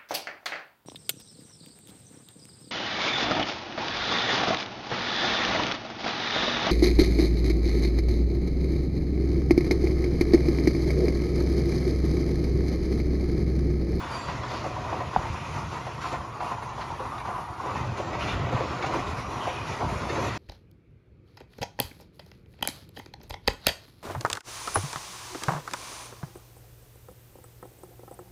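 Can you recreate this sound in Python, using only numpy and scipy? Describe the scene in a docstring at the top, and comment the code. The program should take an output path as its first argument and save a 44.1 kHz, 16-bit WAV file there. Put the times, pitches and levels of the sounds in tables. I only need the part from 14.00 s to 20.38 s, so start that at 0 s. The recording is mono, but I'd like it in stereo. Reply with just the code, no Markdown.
"""On a river bank, a train of tank cars is heard rolling over a steel truss bridge.
Rough wheels and rails force the girders, running gear and wheels into vibration; sliding flanges scrape,
hiss and, by stick-slip, briefly squeal. Impacts excite free vibration: axles clank over rail joints,
couplers clink, loose chains rattle, and one hard knock stands out. The far bank scatters it all."""
import sys
import numpy as np
from scipy import signal
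from scipy.fft import rfft, irfft
from scipy.io import wavfile
from scipy.ndimage import uniform_filter1d, map_coordinates

SR = 44100
rng = np.random.default_rng(int(sys.argv[2]) if len(sys.argv) > 2 else 0)


def wav_record(signal):
    """Record a signal, one row per channel, as 16-bit PCM in the file named by sys.argv[1]."""
    frames = np.transpose(np.atleast_2d(signal))
    bounded = np.clip(frames, -1, 1)
    # unit amplitude maps onto the largest positive 16-bit level
    quanta = np.round(bounded * 32767).astype(np.int16)
    wavfile.write(sys.argv[1], SR, quanta)


N = 281259
TIME = np.arange(N) / SR
FREQ = np.maximum(np.fft.rfftfreq(N, 1 / SR), 1)


def undb(db):
    """Decibels to amplitude ratio."""
    return 10 ** (np.asarray(db) / 20)


def unit(x):
    """Normalisation to rms 1."""
    return x / np.sqrt(np.mean(x ** 2))


def colour(x, spectrum):
    """Filtering by a spectral envelope of (f/Hz, level/dB) points."""
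    hz, db = np.transpose(spectrum)
    return irfft(rfft(x) * undb(np.interp(np.log(FREQ), np.log(hz), db)), N)


def band(x, hz, width):
    """Second-order resonance with gain 1 at its centre."""
    return signal.lfilter(*signal.iirpeak(hz, hz / width, fs=SR), x)


def walk(cutoff_hz):
    """Random fluctuation: low-pass noise of rms 1."""
    return unit(irfft(rfft(rng.standard_normal(N)) / (1 + (FREQ / cutoff_hz) ** 4), N))


def free_modes(hz, t60_s, detune, t):
    """Free vibration: one damped sinusoid per mode, randomly detuned."""
    pitch = hz * (1 + detune * rng.standard_normal(len(hz)))
    return np.sin(2 * np.pi * np.outer(pitch, t)) * np.exp(-np.log(1000) * np.outer(1 / t60_s, t))


def swells(table, attack_s, release_s):
    """Envelopes that rise, hold and decay exponentially; one dB curve per lift column."""
    out = 0
    for start, length, *lifts in table:
        age = TIME - start
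        shape = np.clip(age / attack_s, 0, 1) * np.exp(-np.maximum(age - length, 0) / release_s)
        out = out + np.outer(lifts, shape)
    return out


def shimmer(depth_db, width_hz, hold_s):
    """Amplitude modulation of noise by band: the steel's many small resonances swell and fade."""
    _, _, cells = signal.stft(rng.standard_normal(N), nperseg=1024)
    swell = rng.standard_normal(cells.shape)
    across = np.fft.fftfreq(cells.shape[0], SR / 1024)
    along = np.fft.fftfreq(cells.shape[1], 512 / SR)
    blur = np.exp(-(across[:, None] * width_hz) ** 2 - (along * hold_s) ** 2)
    swell = unit(np.fft.ifft2(np.fft.fft2(swell) * blur).real)
    return signal.istft(cells * undb(depth_db * swell))[1][:N]


def wander(x, drift, rate_hz=3):
    """Frequency modulation: moving contact points shift the resonances by the fraction drift."""
    slide = walk(rate_hz)
    position = np.arange(N) + np.cumsum(drift * (slide - slide.mean()))
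    return map_coordinates(x, [position], order=3, mode="mirror")


def jolts(per_second=30, fade_s=0.024):
    """Shot noise: random bumps start at once and decay; rms 1."""
    bumps = (rng.random(N) < per_second / SR) * rng.uniform(0.31, 1, N)
    shake = signal.lfilter([1], [1, -np.exp(-1 / (fade_s * SR))], bumps)
    return unit(shake - shake.mean())


# sharp resonances of span and wheels: f/Hz, bandwidth/Hz, lift/dB
STEEL = [(122, 26, 4.5), (719, 55, 2.5), (2498, 18, 4), (4695, 25, 3)]
def contact(spectrum, roughness, jolt_db, chatter_db, chatter_hz, drift=0):
    """Forced vibration: roughness, modulated by the car's jolts and a part's own chatter, drives it."""
    force = roughness * undb(jolt_db + chatter_db * walk(chatter_hz))
    lift_db = sum(db / (1 + (2 * (FREQ - hz) / width) ** 2) for hz, width, db in STEEL)
    shake = colour(irfft(rfft(force) * undb(lift_db), N), spectrum)
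    if drift:
        shake = wander(shake, drift)
    # the axle load is steady over a fraction of a second
    return shake / np.sqrt(uniform_filter1d(shake ** 2, size=6000))


# girder spectrum: f/Hz, level/dB
GIRDERS = [(15, -42), (30, -37), (42, -10), (52, -2.5), (80, 2.5), (110, 0), (140, -0.5), (175, -8),
           (260, -11.5), (600, -80)]
# loaded trucks and the gaps between them: t/s, duration/s, lift/dB
BOOMS = [(.18, .06, 0), (.27, 0.18, 6.5), (.58, .025, 6), (.755, 0.047, 2), (1.09, .05, -4),
         (1.19, 0.16, 1.5), (1.497, 0.098, 4), (1.63, 0.036, 4.5), (2.155, .025, 6), (2.36, 0.045, -4),
         (3.54, 0.064, -5), (3.75, 0.11, 6), (3.865, .06, 7), (3.96, .05, -2), (4.209, 0.029, 8),
         (4.325, 0.049, 10), (4.4, 0.07, 8.5), (4.533, 0.025, 13.5), (4.77, .05, -3), (5.05, 0.13, 4),
         (5.39, 0.047, -6), (5.74, 0.065, -4), (5.835, 0.069, 7), (5.94, .03, 3.5), (6.07, 0.037, -4)]
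def girders(level_db, jolt):
    """Response to a moving load: the span booms under a truck and rests between trucks."""
    boom_db, = swells(BOOMS, attack_s=0.011, release_s=0.023)
    roughness = shimmer(depth_db=1.0, width_hz=60, hold_s=0.41)
    return undb(level_db + boom_db) * contact(GIRDERS, roughness, jolt, chatter_db=1.0, chatter_hz=22)


# running gear spectrum: f/Hz, level/dB
GEAR = [(90, -18), (190, -1), (240, -2.5), (330, 1.5), (480, -2.5), (620, -0.5), (740, -3.5), (1100, -66),
        (2500, -78)]
def running_gear(level_db, jolt):
    """Forced vibration of loose parts: a low, drifting rattle."""
    roughness = shimmer(depth_db=1.86, width_hz=120, hold_s=0.041)
    shake = contact(GEAR, roughness, 0.66 * jolt, chatter_db=0.66, chatter_hz=60, drift=.03)
    return undb(level_db) * shake


# wheel spectrum: f/Hz, level/dB
WHEELS = [(350, -25), (620, -23), (735, -4), (825, -4.5), (950, 3), (1170, -0.5), (1320, -9.5),
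          (1480, -11.5), (1680, -29), (3000, -51.5)]
def wheels(level_db, jolt):
    """Rolling noise: roughness drives the wheels to a midrange roar."""
    roughness = shimmer(depth_db=2.0, width_hz=160, hold_s=0.069)
    shake = contact(WHEELS, roughness, 0.5 * jolt, chatter_db=0.5, chatter_hz=41, drift=.014)
    return undb(level_db) * shake


# scrape spectrum: f/Hz, level/dB
FLANGES = [(700, -20), (1300, 5.5), (1680, -1.5), (1920, 2), (2150, -1.5), (2500, -1), (3100, -7),
           (4200, -11.5), (5500, -22), (9000, -49)]
def flanges(level_db, jolt):
    """Sliding friction: flanges scrape along the rail."""
    roughness = shimmer(depth_db=2.5, width_hz=168, hold_s=0.062)
    shake = contact(FLANGES, roughness, 0.18 * jolt, chatter_db=0.4, chatter_hz=63, drift=.005)
    return undb(level_db) * shake


# hiss spectrum: f/Hz, level/dB
HISS = [(2000, -23), (3600, -2.5), (5000, 0), (6000, 0), (7000, -1), (8500, -7.5), (10000, -18.5),
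        (13000, -38)]
def hiss(level_db, jolt):
    """Friction noise: the treble of the sliding flanges."""
    roughness = shimmer(depth_db=3.0, width_hz=200, hold_s=0.11)
    return undb(level_db) * contact(HISS, roughness, jolt, chatter_db=0.3, chatter_hz=76)


# sizzle spectrum: f/Hz, level/dB
SIZZLE = [(5000, -12), (7500, -6), (8800, 5.5), (10000, -2), (11300, -7), (13000, -19), (14000, -29)]
# its slow envelope: t/s, level/dB
SIZZLE_LEVEL = [(0, -58), (.4, -65), (.9, -64.5), (1.5, -59.5), (2.3, -63.5), (2.7, -64), (3.15, -59.5),
                (3.5, -60.5), (3.9, -67.5), (4.45, -68.5), (5.3, -61.5), (6.22, -55), (6.38, -61)]
def sizzle(lift_db):
    """Friction noise at its finest: a smooth, high hiss that swells as trucks pass."""
    grain = shimmer(depth_db=1.3, width_hz=200, hold_s=0.063)
    level_db = np.interp(TIME, *np.transpose(SIZZLE_LEVEL)) + lift_db + 1.2 * walk(25)
    return undb(level_db) * unit(colour(grain, SIZZLE))


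# lighter and heavier cars crossing: t/s, then level/dB of girders, gear, wheels, flanges, hiss
PASSING = [(0, -41, -44, -37, -42.5, -54), (.35, -43.5, -41, -41, -44, -53), (.75, -39, -42, -41, -46, -54),
           (1, -38, -44.5, -40.5, -46.5, -58), (1.45, -39.5, -45, -39, -45, -52.5),
           (1.95, -41, -46, -41.5, -46.5, -56.5), (2.32, -43.5, -45.5, -39.5, -51, -59.5),
           (2.85, -43, -47, -39, -48.5, -58), (3.55, -44, -48.5, -38.5, -51, -61.5),
           (3.75, -40.5, -45, -40, -47, -57.5), (4.1, -40, -38.5, -39.5, -45, -55),
           (4.45, -38.5, -36.5, -38, -41, -56), (4.72, -38, -37.5, -36.5, -40.5, -51.5),
           (5.27, -40.5, -42, -38, -47.5, -57), (5.6, -40, -42.5, -39.5, -44.5, -54),
           (6.22, -35, -36, -36.5, -40, -49), (6.38, -36, -42, -42.5, -41, -50.5)]
# trucks on rough rail: t/s, duration/s, then lift/dB of roar, scrape, sizzle
SURGES = [(.1, 0.057, 3.5, 2.2, 6), (.27, 0.024, 2, 3, 1), (.495, 0.083, 4.5, 2.8, 5.5),
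          (.626, 0.038, 4.5, 0.8, 4), (.837, 0.17, 5.5, 2.5, 2), (1.124, 0.15, 5, 3, 1.5),
          (1.533, 0.052, 4.5, 1.7, 3), (1.711, 0.064, 4, 2.9, 2), (2.005, 0.091, 3, 8.4, 7.5),
          (2.11, 0.048, 7, 5.3, 3), (2.401, 0.12, 2.5, 5.2, 7.5), (2.615, .02, 3, 1.5, 9),
          (2.685, 0.023, 0.5, 3, -6), (2.775, 0.11, 2.5, 2.5, 3), (2.98, 0.22, 2.6, 0.7, 2),
          (3.24, 0.16, 4.8, 2.2, 2), (3.595, 0.14, 6.5, 3.3, 2.5), (3.738, 0.075, 5.5, 4.5, 5.5),
          (3.966, 0.023, 4.5, 4.8, 11), (4.06, 0.1, 2.5, 1.4, -4), (4.185, 0.15, 1.5, 6.5, 11.5),
          (4.52, 0.076, 2.5, 1.6, 3), (4.812, 0.062, 1.5, 3.7, 3), (4.912, 0.093, 3.5, 4.6, 6.5),
          (5.059, 0.054, 1.5, 4.9, 6.5), (5.161, 0.06, 0.5, 4.5, 6.5), (5.3, 0.14, 3.5, 3.2, 5),
          (5.425, 0.13, 1, 2.6, 3.5), (5.666, 0.072, 2, 4.7, 4), (5.795, 0.039, 6.5, 0.42, -1),
          (5.884, 0.034, 3.5, 1.3, 2), (6.14, 0.16, 3.5, 2.1, 0.5)]
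def rolling():
    """Superposition of the continuous sources, whose levels follow load and rail roughness."""
    times, *columns = np.transpose(PASSING)
    rumble_db, gear_db, roar_db, scrape_db, hiss_db = (np.interp(TIME, times, c) for c in columns)
    roar_lift, scrape_lift, sizzle_lift = swells(SURGES, attack_s=0.015, release_s=0.029)
    jolt = jolts()
    return (girders(rumble_db + 1.23, jolt)
            + running_gear(gear_db + 0.89 * roar_lift + 0.58, jolt)
            + wheels(roar_db + roar_lift - 0.17, jolt)
            + flanges(scrape_db + scrape_lift + 1.16, jolt)
            + hiss(hiss_db + 0.94 * scrape_lift + 1.04, jolt)
            + sizzle(sizzle_lift))


# wheel modes excited by a slipping flange: start t/s, end t/s, f/Hz, level/dB
SQUEALS = [(0, .13, 3512, -54), (.11, .25, 4692, -46), (.15, .38, 4645, -50), (.11, .31, 7397, -54.5),
           (.15, .28, 7310, -55), (.11, .25, 6546, -59), (.1, .27, 9002, -59), (.11, .28, 10700, -67),
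           (5.16, 5.55, 5782, -59.5), (5.42, 5.95, 5782, -62), (5.42, 5.7, 5700, -60),
           (5.46, 5.74, 2498, -48), (6.19, 6.33, 11314, -62.5)]
def squeals(waver=0.0016, flutter_db=2.5, catch_s=0.045, rough=0.4, rough_hz=110, sag=.004):
    """Stick-slip oscillation: a single wheel mode catches, grates, wavers, sags and fades."""
    out = 0
    for start, end, hz, db in SQUEALS:
        progress = np.clip((TIME - start) / (end - start), 0, 1)
        swell = np.clip((TIME - start) / catch_s, 0, 1) * np.cos(np.pi / 2 * progress)
        pitch = hz * (1 + waver * walk(100) + sag * (.5 - progress))
        phase = 2 * np.pi * np.cumsum(pitch) / SR
        grating = np.sin(phase) + rough * walk(rough_hz) * np.cos(phase)
        out = out + swell * undb(db + flutter_db * walk(35)) * np.sqrt(2) * grating
    return out


# axles over joints: t/s, level/dB, centre f/Hz, duration/s
CLANKS = [(0.279, -31, 910, .019), (0.434, -33, 1050, .015), (0.644, -29.5, 690, 0.011),
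          (.661, -31.5, 530, 0.01), (.764, -30.5, 960, 0.008), (0.78, -33, 650, .01),
          (0.926, -26.5, 790, 0.0071), (.939, -30.5, 700, 0.014), (1.005, -29, 660, 0.015),
          (1.866, -32.5, 680, 0.02), (2.04, -33, 980, 0.054), (2.134, -36, 760, 0.015),
          (2.404, -29.5, 920, 0.015), (2.421, -33, 820, 0.03), (2.512, -29, 940, 0.025),
          (2.623, -33.5, 960, 0.011), (2.776, -36, 920, 0.025), (2.898, -36, 910, 0.022),
          (2.994, -33, 970, 0.013), (3.002, -32, 527, 0.013), (3.053, -31, 990, 0.0096),
          (3.283, -33.5, 734, 0.018), (3.359, -37, 980, 0.024), (3.657, -33.5, 806, 0.017),
          (3.66, -35, 510, 0.015), (3.996, -27.5, 550, 0.014), (4.149, -32, 1000, 0.015),
          (4.467, -31.5, 710, 0.015), (4.525, -26.5, 616, 0.0089), (4.564, -29.5, 930, 0.013),
          (4.606, -22.5, 590, 0.0052), (4.831, -32, 710, 0.031), (4.897, -30, 675, .012),
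          (4.936, -28, 1000, 0.026), (4.944, -29.5, 327, 0.045), (5.455, -29, 1080, .005),
          (5.469, -26.8, 670, 0.02), (5.806, -29, 855, 0.026), (6.101, -32, 420, .02),
          (6.18, -30.5, 500, 0.019)]
# bogie modes: f/Hz, level/dB, T60/s
BOGIE = [(331.5, 2, 0.28), (425, -4, 0.22), (530.4, 2, 0.2), (636, -2.5, .16), (718.6, 1, 0.32),
         (809, -2, .2), (980, 3, 0.15), (1138, 3, 0.13), (1960, 6, .12), (2380, 2, .1)]
def joint_clanks(ring_share=.65, focus_hz=170, width_hz=300, tail_db=-16, tail_s=0.065, crack_db=-21):
    """Impact excitation: a wheel drops at a joint and rings the bogie, with a rattle and a crack."""
    out, t = np.zeros(N + SR), np.arange(SR // 2) / SR
    mode_hz, mode_db, t60_s = np.transpose(BOGIE)
    for onset_s, db, hz, length_s in CLANKS:
        rattle, grit = rng.standard_normal((2, len(t)))
        modes = free_modes(mode_hz, t60_s, detune=.02, t=t)
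        weights = undb(mode_db) / (1 + ((mode_hz - hz) / focus_hz) ** 2)
        weights *= rng.choice([-1, 1], len(mode_hz))
        ring = weights @ modes * (1 - np.exp(-t / (.07 * length_s))) * np.exp(-t / (2.4 * length_s))
        rise = 1 - np.exp(-t / (0.16 * length_s))
        envelope = rise * (np.exp(-(t / length_s) ** 2) + undb(tail_db) * np.exp(-t / tail_s))
        rattle = band(band(rattle * envelope, hz, width_hz), hz, 3 * width_hz)
        # ring and rattle share the energy
        body = sum(part * np.sqrt(share * length_s * SR / np.sum(part ** 2))
                   for part, share in [(ring, ring_share), (rattle, 1 - ring_share)])
        crack = unit(band(band(grit, 1300, 1900), 2000, 4400)) * envelope
        start = int(onset_s * SR)
        out[start:start + len(t)] += undb(db - 0.2) * (body + undb(crack_db) * crack)
    return span(out[:N])


def span(blows, level_db=-9, rise_s=.02, t60_s=.38):
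    """Structural reverberation: a blow runs along the girders, which build up and ring on."""
    t = np.arange(SR // 2) / SR
    response = rng.standard_normal(len(t)) * (1 - np.exp(-t / rise_s)) * np.exp(-np.log(1000) * t / t60_s)
    return blows + undb(level_db) * signal.fftconvolve(blows, response / np.linalg.norm(response))[:N]


# transmission through the air: f/Hz, gain/dB
AIR = [(4500, 0.5), (6500, -4), (8000, -14), (12000, -28)]
def air_absorption(x):
    """Absorption: distance dulls the treble."""
    return colour(x, AIR)


# couplers and fittings striking: t/s, level/dB, clatter duration/s, tilt/(dB per octave)
CLINKS = [(0.298, -41.5, .018, 0), (0.433, -40.5, .014, 2), (1.003, -42, .014, -5), (1.543, -45, .014, -2),
          (1.868, -47, 0.018, 1), (2.402, -44, 0.011, -1), (2.623, -46, 0.011, -1),
          (3.181, -41.5, 0.014, -3), (3.262, -45, .014, -5), (3.764, -40, .015, -7), (3.973, -44, .018, 8),
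          (4.133, -41, .018, -7), (4.207, -47, 0.023, 8), (4.825, -34.5, 0.015, 3), (6.093, -36, 0.02, 4)]
# modes of a fitting: f/Hz, level/dB, T60/s
FITTING = [(1546, -3, 0.046), (1823, 3, 0.06), (2100, 1, 0.064), (2380, -4, .06), (2700, -5.5, 0.053),
           (3570, -4, .05), (4120, -6, .04), (4400, -11, .04), (5150, -11, .03), (5800, -10, .03),
           (6630, -10, .03)]
def clinks(bounces_per_s=550, bounce_db=-5, crack_db=-6, crack_s=0.0025):
    """Impact and rebound: a hard blow and quick bounces excite a fitting's impulse response."""
    out, t = np.zeros(N + SR), np.arange(SR // 5) / SR
    hz, mode_db, t60_s = np.transpose(FITTING)
    for onset_s, db, length_s, tilt_db in CLINKS:
        body = undb(mode_db + tilt_db * np.log2(hz / hz[0])) @ free_modes(hz, t60_s, detune=0.0343, t=t)
        crack = unit(band(rng.standard_normal(len(t)), 3500, 3600)) * np.exp(-t / crack_s)
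        bounces = (rng.random(len(t)) < bounces_per_s / SR) * rng.uniform(-1.1, 1, len(t))
        force = bounces * undb(bounce_db) * np.exp(-(t / (2 * length_s)) ** 2)
        force[0] = 1  # the first blow
        ring = signal.fftconvolve(force, body + undb(crack_db) * crack)[:len(t)]
        start = int(onset_s * SR)
        out[start:start + len(t)] += undb(db) * ring / np.sqrt(np.sum(ring ** 2) / (length_s * SR))
    return air_absorption(out[:N])


# shaken chains and fittings: t/s, level/dB, centre f/Hz, bandwidth/Hz, duration/s
RATTLES = [(0.48, -47, 4300, 1900, 0.2), (1.283, -48, 2430, 400, 0.33), (2.445, -51, 2680, 500, 0.11),
           (2.803, -42, 1830, 260, .045), (2.805, -43.5, 3100, 2200, .04), (4.205, -38.5, 2750, 420, 0.047),
           (4.274, -40, 2720, 550, 0.08), (4.277, -42.5, 3550, 170, 0.073), (5.404, -46, 2970, 450, 0.21),
           (5.47, -45, 2460, 170, 0.18)]
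def rattles(rise_s=0.0055, chatter_db=1.5, hits_per_s=900):
    """Random impact excitation: a run of small hits rings one resonance of loose steel and tails off."""
    out, t = np.zeros(N + SR), np.arange(SR // 2) / SR
    chatter = undb(chatter_db * walk(120))
    for onset_s, db, hz, width, length_s in RATTLES:
        hits = (rng.random(len(t)) < hits_per_s / SR) * rng.choice([-1, 1], len(t))
        force = hits * rng.uniform(.5, 1, len(t))
        ring = unit(band(band(force, hz, width), hz, 2 * width))
        envelope = (1 - np.exp(-t / rise_s)) * np.exp(-(t / length_s) ** 2)
        start = int(onset_s * SR)
        out[start:start + len(t)] += undb(db) * ring * envelope
    return air_absorption(out[:N] * chatter)


# components of the knock and its thud: t/s, f/Hz, peak level/dB, rise time/s
KNOCK = [(1.1617, 825, -7, 0.0014), (1.1625, 712, -19, 0.0045), (1.162, 1420, -24, .0013),
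         (1.166, 167, -21.5, 0.003), (1.3, 89, -21.5, .005), (1.163, 50, -32, 0.025)]
def knock():
    """Heavily damped vibration: one hard blow gives a few midrange cycles, then a low thud."""
    out = 0
    for onset_s, hz, db, rise_s in KNOCK:
        t = np.maximum(TIME - onset_s, 0)
        envelope = (t / rise_s * np.exp(1 - t / rise_s)) ** 2
        out = out + undb(db) * envelope * np.sin(2 * np.pi * hz * t)
    return out


# scattered sound relative to direct sound: f/Hz, level/dB
SCATTER = [(100, -68), (400, -66), (620, -57), (830, -25), (1100, -13.5), (1380, -5.5), (1550, -6),
           (1720, -4), (2100, -8.5), (2800, -14.5), (4000, -28), (4800, -24.5), (6100, -32), (6500, -18),
           (7500, -19), (8150, -45), (9000, -18), (10200, -16), (11300, -30), (12300, -28), (13000, -12)]
def bank_echoes(direct, t60_s=0.12, shift_hz=8):
    """Diffuse scattering off trusses, trees and water; the paths shift as the cars move."""
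    t = np.arange(SR // 2) / SR
    response = rng.standard_normal(len(t)) * np.exp(-np.log(1000) * t / t60_s)
    echoes = signal.fftconvolve(direct, response / np.linalg.norm(response))[:N]
    shifted = signal.hilbert(echoes) * np.exp(1j * np.pi * walk(shift_hz))
    return colour(shifted.real, SCATTER)


def scene():
    """Superposition: the train straight ahead, widened by echoes in antiphase left and right."""
    direct = rolling() + joint_clanks() + clinks() + rattles() + squeals() + knock()
    return direct + np.array([[1], [-1]]) * bank_echoes(direct)


# phase difference of the two microphone ports: f/Hz, lead of left/rad
PORT_PHASE = [(0, 0), (780, 0), (1120, .55), (1460, 0), (1650, 0), (1750, 1.2), (1880, -.4), (2500, .1),
              (6150, 0), (6400, -.55), (7000, -1.3), (8150, -3.14), (10000, -4.9), (11000, -6.28),
              (12900, -6.28), (13600, -8.9)]
# their sensitivity difference: f/Hz, left minus right level/dB
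PORT_BALANCE = [(500, 0), (820, -1.5), (960, -3), (1200, 2.5), (1560, 1), (1700, -2), (1880, 1.5),
                (2600, 1.5), (5500, -0.3)]
def record(dry):
    """Frequency response: two microphone ports differ in phase and level; a low-pass cuts the top."""
    lead = np.interp(FREQ, *np.transpose(PORT_PHASE))
    lean_db = np.interp(FREQ, *np.transpose(PORT_BALANCE))
    half = np.array([[.5], [-.5]])
    ports = irfft(rfft(dry) * np.exp(1j * half * lead) * undb(half * lean_db), N)
    return signal.sosfilt(signal.ellip(12, .2, 80, 13750, fs=SR, output="sos"), ports)


dry = scene()
out = record(dry)
wav_record(out)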